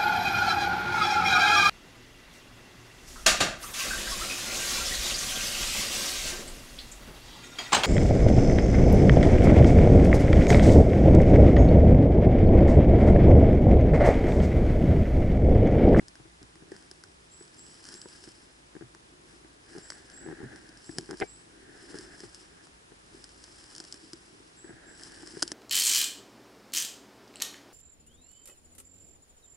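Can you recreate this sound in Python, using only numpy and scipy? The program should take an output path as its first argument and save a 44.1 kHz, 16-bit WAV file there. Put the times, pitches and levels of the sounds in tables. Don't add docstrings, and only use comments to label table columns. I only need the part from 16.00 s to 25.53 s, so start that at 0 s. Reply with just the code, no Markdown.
import sys
import numpy as np
from scipy import signal
from scipy.fft import rfft, irfft
from scipy.io import wavfile

SR = 44100
rng = np.random.default_rng(int(sys.argv[2]) if len(sys.argv) > 2 else 0)


def store_pcm(level_fs):
    pcm = np.round(np.clip(level_fs, -1, 1) * 32767).astype(np.int16)
    wavfile.write(sys.argv[1], SR, np.atleast_2d(pcm).T)


N = 420273
TIME = np.arange(N) / SR


def gain_of(db):
    return 10 ** (np.asarray(db) / 20)


def unit_rms(x):
    return x / np.sqrt(np.mean(x ** 2) + 1e-20)


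def curve_at(points, hz):
    point_hz, value = np.transpose(points)
    return np.interp(np.log(hz + 1), np.log(point_hz + 1), value)


def add(mix, start_s, sound):
    start = round(start_s * SR)
    sound = sound[..., max(-start, 0):]
    part = mix[..., max(start, 0):][..., :sound.shape[-1]]
    part += sound[..., :part.shape[-1]]


def panned(left_db):
    return gain_of(np.array([[.5], [-.5]]) * left_db)


def wander(rate_hz):
    hz = np.fft.rfftfreq(N, 1 / SR)
    return unit_rms(irfft(rfft(rng.standard_normal(N)) / (1 + (hz / rate_hz) ** 2), N))


def ring(spectrum, size=2048):
    log_gain = np.log(gain_of(curve_at(spectrum, abs(np.fft.fftfreq(size, 1 / SR)))))
    return np.fft.ifft(np.exp(np.conj(signal.hilbert(log_gain)))).real


def coloured(pair, spectrum, correlation):
    hz = np.fft.rfftfreq(N, 1 / SR)
    likeness = np.clip(curve_at(correlation, hz), -.8, .99)
    mid, side = rfft(pair) * gain_of(curve_at(spectrum, hz))
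    mid, side = irfft(mid, N), irfft(side * np.sqrt((1 - likeness) / (1 + likeness)), N)
    return np.array([mid + side, mid - side]) / np.std(mid)


def friction(contacts_per_s, spread_db, smooth):
    size = gain_of(spread_db * np.minimum(rng.exponential(1, (2, N)), 4))
    clicks = size * rng.choice([-1, 1], (2, N)) * (rng.random((2, N)) < contacts_per_s / SR)
    return unit_rms(clicks) + smooth * rng.standard_normal((2, N))


def impact(response, scatter, scatter_s, width):
    t = np.arange(len(response)) / SR
    fibres = rng.standard_normal((2, len(t))) * np.exp(-t / scatter_s)
    fibres /= np.linalg.norm(fibres, axis=1, keepdims=True)
    drive = np.array([(t == 0) + scatter * fibres[0], fibres[1]])
    mid, side = signal.fftconvolve(drive, response[None], axes=1)
    mid, side = mid / np.linalg.norm(mid), width * side / np.linalg.norm(side)
    return np.array([mid + side, mid - side]) * np.sqrt(SR / 100)


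def power_sum(*gains):
    return np.sqrt(sum(gain ** 2 for gain in gains))


def effort(moves, roundness=1.5):
    t = np.arange(0, N / SR, .002)
    swells = []
    for peak_s, build_s, decay_s, level_db in moves:
        from_peak = abs(t - peak_s) / np.where(t < peak_s, build_s, decay_s)
        swells.append(gain_of(level_db) * np.exp(-from_peak ** roundness))
    return np.interp(TIME, t, power_sum(*swells))


# frequency_hz, relative_db
AIR_SPECTRUM = [(20, -17), (36, -5), (52, 1), (75, -1), (125, -1), (220, -5), (350, -3), (550, -10.5),
                (1500, -13), (2600, -15), (5000, -16.5), (11000, -19)]
# frequency_hz, correlation
AIR_CORRELATION = [(60, 1), (130, 0.79), (300, 0.46), (600, -0.62), (1200, -0.64), (2600, -0.4),
                   (5400, 0.063), (11000, 0.64)]
# pitch_hz, level_db
DRONE_TONES = [(53, -70), (168, -76)]

def air():
    drone = np.zeros(N)
    for pitch_hz, level_db in DRONE_TONES:
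        swell = 1 + .5 * wander(0.4)
        phase = 2 * np.pi * np.cumsum(pitch_hz + 3 * wander(4.04)) / SR
        drone += gain_of(level_db) * unit_rms(swell * np.sin(phase))
    noise = coloured(rng.standard_normal((2, N)), AIR_SPECTRUM, AIR_CORRELATION)
    return noise * gain_of(-59 + 0.27 * wander(3.4)) + drone


# peak_s, build_s, decay_s, level_db
GRASS_PUSHES = [(.75, .04, 0.26, -65.5), (1.8, 0.43, .2, -62.5), (1.91, 0.063, 0.069, -54.5),
                (2.2, 0.39, 0.24, -59.5), (3.3, 0.048, .1, -67.5), (3.74, 0.073, 0.45, -60.5),
                (4.6, 0.14, 0.12, -67), (4.92, 0.15, 0.38, -59.5), (5.21, .06, 0.057, -58.5),
                (5.99, 0.194, 0.096, -56.5), (6.23, 0.3, 0.088, -59.5), (6.38, .05, .1, -59.5),
                (6.65, .05, .04, -65.5), (7.19, 0.078, 0.43, -64), (7.77, 0.44, 0.56, -59.5),
                (9.03, 0.097, 0.31, -57.5), (9.36, 0.29, 0.33, -55.5)]
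# frequency_hz, relative_db
GRASS_SPECTRUM = [(500, -26), (900, -9), (1700, -10), (2400, -17), (3050, -8), (3700, -15.5), (4650, -3.5),
                  (5250, 2.5), (5900, -7.5), (6700, -12), (7700, -4), (8400, -10.5), (9100, -7.5),
                  (11000, -13.5)]
# frequency_hz, correlation
NEAR_CORRELATION = [(60, 0.74), (300, 0.65), (700, 0.32), (1600, 0.67), (2600, .2), (5000, 0.93),
                    (11000, 0.76)]

def grass(push, rest_db=-76):
    blades = coloured(friction(5000, spread_db=3.3, smooth=.9), GRASS_SPECTRUM, NEAR_CORRELATION)
    fizz = blades * gain_of(3 + 2 * wander(37))
    stalks = coloured(friction(110, spread_db=4.8, smooth=.01), GRASS_SPECTRUM, NEAR_CORRELATION)
    motion = power_sum(push, gain_of(rest_db))
    return motion * (fizz + gain_of(-3.5) * stalks) * panned(1.4)


# peak_s, build_s, decay_s, level_db
CLOTH_STROKES = [(.76, 0.055, 0.16, -65), (3.74, 0.057, .15, -62.5), (4.45, 0.39, 0.27, -54),
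                 (5.98, 0.39, 0.22, -57.5), (6.57, .07, 0.073, -61.5), (8.67, 0.029, 0.16, -60),
                 (9.13, 0.43, 0.56, -61)]
# frequency_hz, relative_db
CLOTH_SPECTRUM = [(300, -9), (600, -10), (800, -9), (1080, -25.5), (1350, -10), (1640, 1), (1900, -5),
                  (2300, -22), (3500, -28), (8000, -31)]

def cloth(push, stroke, drag_db=-9, rest_db=-79):
    pressure = power_sum(stroke, gain_of(drag_db) * push, gain_of(rest_db))
    rub = coloured(friction(1200, spread_db=1.5, smooth=0.61), CLOTH_SPECTRUM, NEAR_CORRELATION)
    return rub * pressure * gain_of(0.8 + 3.2 * wander(15)) * panned(0.87)


# peak_s, build_s, decay_s, level_db
BODY_LEANS = [(.64, 0.058, .2, -59), (1.55, 0.16, .2, -66), (2.28, 0.073, 0.055, -65),
              (3.3, .35, 0.33, -66), (4.97, .05, 0.19, -54), (5.7, 0.2, 0.073, -60.5),
              (7.15, .03, 0.06, -59), (8.05, 0.024, .06, -55.5), (8.33, 0.14, .12, -60)]
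# frequency_hz, relative_db
MOUNT_SPECTRUM = [(40, -25), (110, -9), (230, -4), (325, 5), (410, -1.5), (540, -19), (2000, -70)]

def mount_grumble(push, stroke, lean, stroke_db=-0.5, push_db=-5.5, rest_db=-72):
    load = power_sum(lean, gain_of(stroke_db) * stroke, gain_of(push_db) * push, gain_of(rest_db))
    grumble = coloured(friction(130, spread_db=2.1, smooth=0.58), MOUNT_SPECTRUM, NEAR_CORRELATION)
    return grumble * load * gain_of(1.24 + 2 * wander(13)) * panned(1.5)


# start_s, relative_db
BIRD_CALLS = [(-.13, -53), (1.305, -52.5), (1.57, -51), (1.94, -51.5), (3.814, -52), (4.125, -49),
              (4.84, -54), (5.264, -50.5), (8.558, -54), (8.856, -55.5)]

def bird(start_hz=7400, limit_hz=7990, length_s=0.15, rise_s=.06, echo_t60_s=0.36):
    calls, t = np.zeros(N), np.arange(0, length_s, 1 / SR)
    waver_hz = 35 * wander(99)
    swell = signal.windows.tukey(len(t), .3) * np.exp(-t / 0.12)
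    for start_s, relative_db in BIRD_CALLS:
        pace = np.exp(0.157 * rng.standard_normal())
        glide_hz = limit_hz - (limit_hz - start_hz) * np.exp(-t / rise_s * pace)
        pitch_hz = glide_hz + np.roll(waver_hz, round(start_s * SR))[:len(t)]
        whistle = swell * np.sin(2 * np.pi * np.cumsum(pitch_hz) / SR)
        add(calls, start_s, gain_of(relative_db) * unit_rms(whistle))
    delay_s = np.arange(SR) / SR
    thicket = rng.standard_normal((2, SR)) * gain_of(-60 * delay_s / echo_t60_s)
    thicket /= np.linalg.norm(thicket[0])
    echo = signal.fftconvolve(calls[None], thicket, axes=1)[:, :N]
    return gain_of(-7) * calls + gain_of(-6) * echo


# start_s, level_db
BODY_BUMPS = [(0.01, -50), (0.202, -51.5), (0.254, -58), (0.416, -49.5), (2.834, -47.5), (4.433, -40),
              (4.459, -43.5), (6.244, -51), (8.731, -51)]
# frequency_hz, relative_db
BUMP_SPECTRUM = [(35, -16), (80, -14), (120, 4), (165, -9.5), (260, -7), (600, -48)]

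def bumps():
    out, body = np.zeros((2, N)), ring(BUMP_SPECTRUM, size=4096)
    for start_s, level_db in BODY_BUMPS:
        add(out, start_s, gain_of(level_db) * impact(body, scatter=0.94, scatter_s=0.026, width=0.47))
    return out


# frequency_hz, relative_db
THUMP_SPECTRUM = [(40, -35.5), (100, -12), (170, -5.5), (240, -7.5), (335, 5.5), (420, -2), (560, -24.5),
                  (780, -12.5), (1100, -40.5), (3000, -62)]
# frequency_hz, relative_db
CLACK_SPECTRUM = [(300, -28.5), (600, -2), (800, -4), (1080, -3.5), (1350, -3), (1620, 7), (2000, -3),
                  (2500, -19.5), (5000, -40.5)]
# start_s, slip_count, pitch_hz, slip_level_db
MOUNT_CREAKS = [(.015, 2, 320, -53.5), (.198, 1, 318, -52.5), (.254, 1, 330, -52.5), (.415, 2, 343, -54.5),
                (0.623, 1, 330, -52), (.718, 1, 370, -38.5), (.741, 2, 360, -52), (1.409, 1, 352, -48.5),
                (2.057, 1, 394, -45.5), (2.275, 1, 320, -46), (2.752, 2, 337, -45), (2.81, 2, 336, -44),
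                (3.447, 1, 316, -50.5), (3.751, 3, 344, -44), (4.262, 6, 338, -40.5), (4.403, 4, 350, -43),
                (4.893, 1, 297, -38.5), (5.091, 5, 345, -40), (5.943, 2, 350, -39.5),
                (6.235, 1, 342, -42.5), (6.919, 1, 340, -51), (8.644, 1, 334, -45), (8.694, 2, 307, -45),
                (9.231, 1, 323, -43), (9.37, 1, 366, -40.5)]

def mount_creaks(slip_gap_s=.0125):
    out, clack = np.zeros((2, N)), ring(CLACK_SPECTRUM)
    peak_hz = max(THUMP_SPECTRUM, key=lambda point: point[1])[0]
    for start_s, slip_count, pitch_hz, slip_level_db in MOUNT_CREAKS:
        thump = ring([(hz * pitch_hz / peak_hz, db) for hz, db in THUMP_SPECTRUM])
        for k in range(round(slip_count)):
            late, size_db = rng.standard_normal(2) * (k > 0) * [.07, 1.2]
            low = impact(thump, scatter=.6, scatter_s=.006, width=.45) * panned(2.9)
            sharp = impact(clack, scatter=.7, scatter_s=.004, width=.55) * panned(1.5)
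            slip = gain_of(slip_level_db + size_db) * (low + gain_of(-13) * sharp)
            add(out, start_s + slip_gap_s * (k + late), slip)
    return out


def flicks(push, peak_per_s=12, spread_db=2.5, slot_s=.01):
    starts_s = np.arange(0, N / SR, slot_s)
    chance = rng.random(len(starts_s))
    mean_db = np.array([-59, -59.5, -62.5])
    levels_db = mean_db + spread_db * rng.standard_normal((len(starts_s), 3))
    rate_per_s = peak_per_s * np.interp(starts_s, TIME, push / push.max()) ** 2
    return list(np.column_stack([starts_s, levels_db])[chance < rate_per_s * slot_s])


# frequency_hz, relative_db
CRACK_SPECTRUM = [(1200, -47), (2500, -29), (3100, -13), (3700, -18.5), (4550, -8), (5100, 1), (5700, -6.5),
                  (6700, -10), (11000, -35.5)]
# frequency_hz, relative_db
SPLINTER_SPECTRUM = [(4000, -26), (6500, -13), (7600, 2), (8400, -3.5), (9000, -4), (10000, -6),
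                     (11000, -8.5)]
# start_s, crack_db, clack_db, thump_db
TWIG_SNAPS = [(.083, -49, -62, -63), (.155, -56.5, -56.5, -73), (.4292, -56.5, -65, -67),
              (.5562, -62, -62, -55), (.7184, -57, -55, -51), (.7647, -55.5, -58, -64),
              (.9133, -47.5, -58.5, -51.5), (1.038, -50.5, -54, -62), (1.4252, -59, -71, -71),
              (1.8532, -50, -59, -74), (1.8888, -48.5, -59, -67), (1.9409, -47, -64, -67),
              (2.0164, -46.5, -67, -72), (2.9488, -58.5, -55, -57), (3.783, -52, -56, -44),
              (3.903, -40, -45, -57), (3.921, -54, -49.5, -56), (4.6913, -55.5, -64, -54),
              (4.7732, -56, -74, -56.5), (4.9845, -33.5, -41.5, -34), (5.1103, -44.5, -45, -47),
              (5.172, -54, -64, -68), (5.201, -44, -47, -41.5), (5.987, -45, -62, -48.5),
              (6.2043, -49, -58, -57), (6.3465, -48.5, -64, -63), (7.2418, -47, -60.5, -60),
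              (7.4405, -49.5, -62, -60), (7.7514, -48, -69, -73), (7.763, -49, -69, -73),
              (7.7816, -46, -61, -56), (7.802, -43, -53, -47), (7.8405, -52, -62, -56),
              (7.8506, -53, -60, -73), (7.925, -41, -70, -58), (7.9424, -49, -60, -56),
              (8.1331, -43.5, -56.5, -44), (9.0349, -46, -69, -67), (9.2743, -48.5, -56.5, -48),
              (9.395, -53, -59, -64), (9.4233, -33, -41, -45), (9.4265, -25.5, -32.5, -37),
              (9.433, -37.5, -54, -50), (9.4783, -40.5, -62, -70), (9.518, -36.5, -43, -40.5)]

def twigs(push, splinter_db=-3):
    out = np.zeros((2, N))
    thump, crack, splinter = map(ring, (THUMP_SPECTRUM, CRACK_SPECTRUM, SPLINTER_SPECTRUM))
    for start_s, crack_db, clack_db, thump_db in list(TWIG_SNAPS) + flicks(push):
        pitch_ratio = np.exp(0.037 * rng.standard_normal())
        clack = ring([(hz * pitch_ratio, db) for hz, db in CLACK_SPECTRUM])
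        low = gain_of(thump_db) * impact(thump, scatter=1, scatter_s=0.0035, width=0.22)
        wood = gain_of(clack_db) * impact(clack, scatter=0.83, scatter_s=0.0014, width=0.31)
        sharp = gain_of(crack_db) * impact(crack, scatter=0.45, scatter_s=0.0037, width=0.17)
        fine = gain_of(crack_db + splinter_db) * impact(splinter, scatter=1, scatter_s=.0027, width=.23)
        add(out, start_s, low * panned(1.2) + (wood + sharp + fine) * panned(0.92))
    return out


# frequency_hz, relative_db, t60_s
GEAR_MODES = [(465, -2, 0.044), (775, 0.5, 0.033), (1580, -1, 0.026), (1756, 5.5, 0.0094),
              (2070, 3.5, 0.014), (2860, -12, 0.0077), (1820, -25, 0.1), (2300, -24.5, 0.19)]
# frequency_hz, relative_db
THUD_SPECTRUM = [(35, -31), (90, -6.5), (260, -11), (420, 7), (560, -11), (760, -1.5), (1100, -41),
                 (3000, -59)]
# start_s, thud_db, rattle_db
STEM_CONTACTS = [(5.2117, -40, -41), (5.216, -30.5, -41), (5.2203, -49, -33), (5.2251, -48, -32),
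                 (5.234, -36, -46)]

def stem_knock(attack_s=0.00021):
    out, t = np.zeros((2, N)), np.arange(8192) / SR
    modes = sum(gain_of(db - 60 * t / t60) * np.sin(2 * np.pi * hz * t) for hz, db, t60 in GEAR_MODES)
    gear = (1 - np.exp(-t / attack_s)) * modes
    case = ring(THUD_SPECTRUM)
    for start_s, thud_db, rattle_db in STEM_CONTACTS:
        thud = impact(case, scatter=1, scatter_s=0.0066, width=0.61) * panned(4.8)
        rattle = impact(gear, scatter=0.82, scatter_s=0.0013, width=0.53)
        add(out, start_s, gain_of(thud_db) * thud)
        add(out, start_s, gain_of(rattle_db) * rattle)
    return out


def scene():
    push, stroke, lean = effort(GRASS_PUSHES), effort(CLOTH_STROKES), effort(BODY_LEANS)
    continuous = air() + grass(push) + cloth(push, stroke) + mount_grumble(push, stroke, lean)
    return continuous + mount_creaks() + bumps() + stem_knock() + bird() + twigs(push)


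def record(dry, cutoff_hz=11100):
    low_pass = signal.firwin(511, cutoff_hz, window=("kaiser", 7), fs=SR)
    return signal.oaconvolve(dry, low_pass[None], "same")


dry = scene()
out = record(dry)
store_pcm(out)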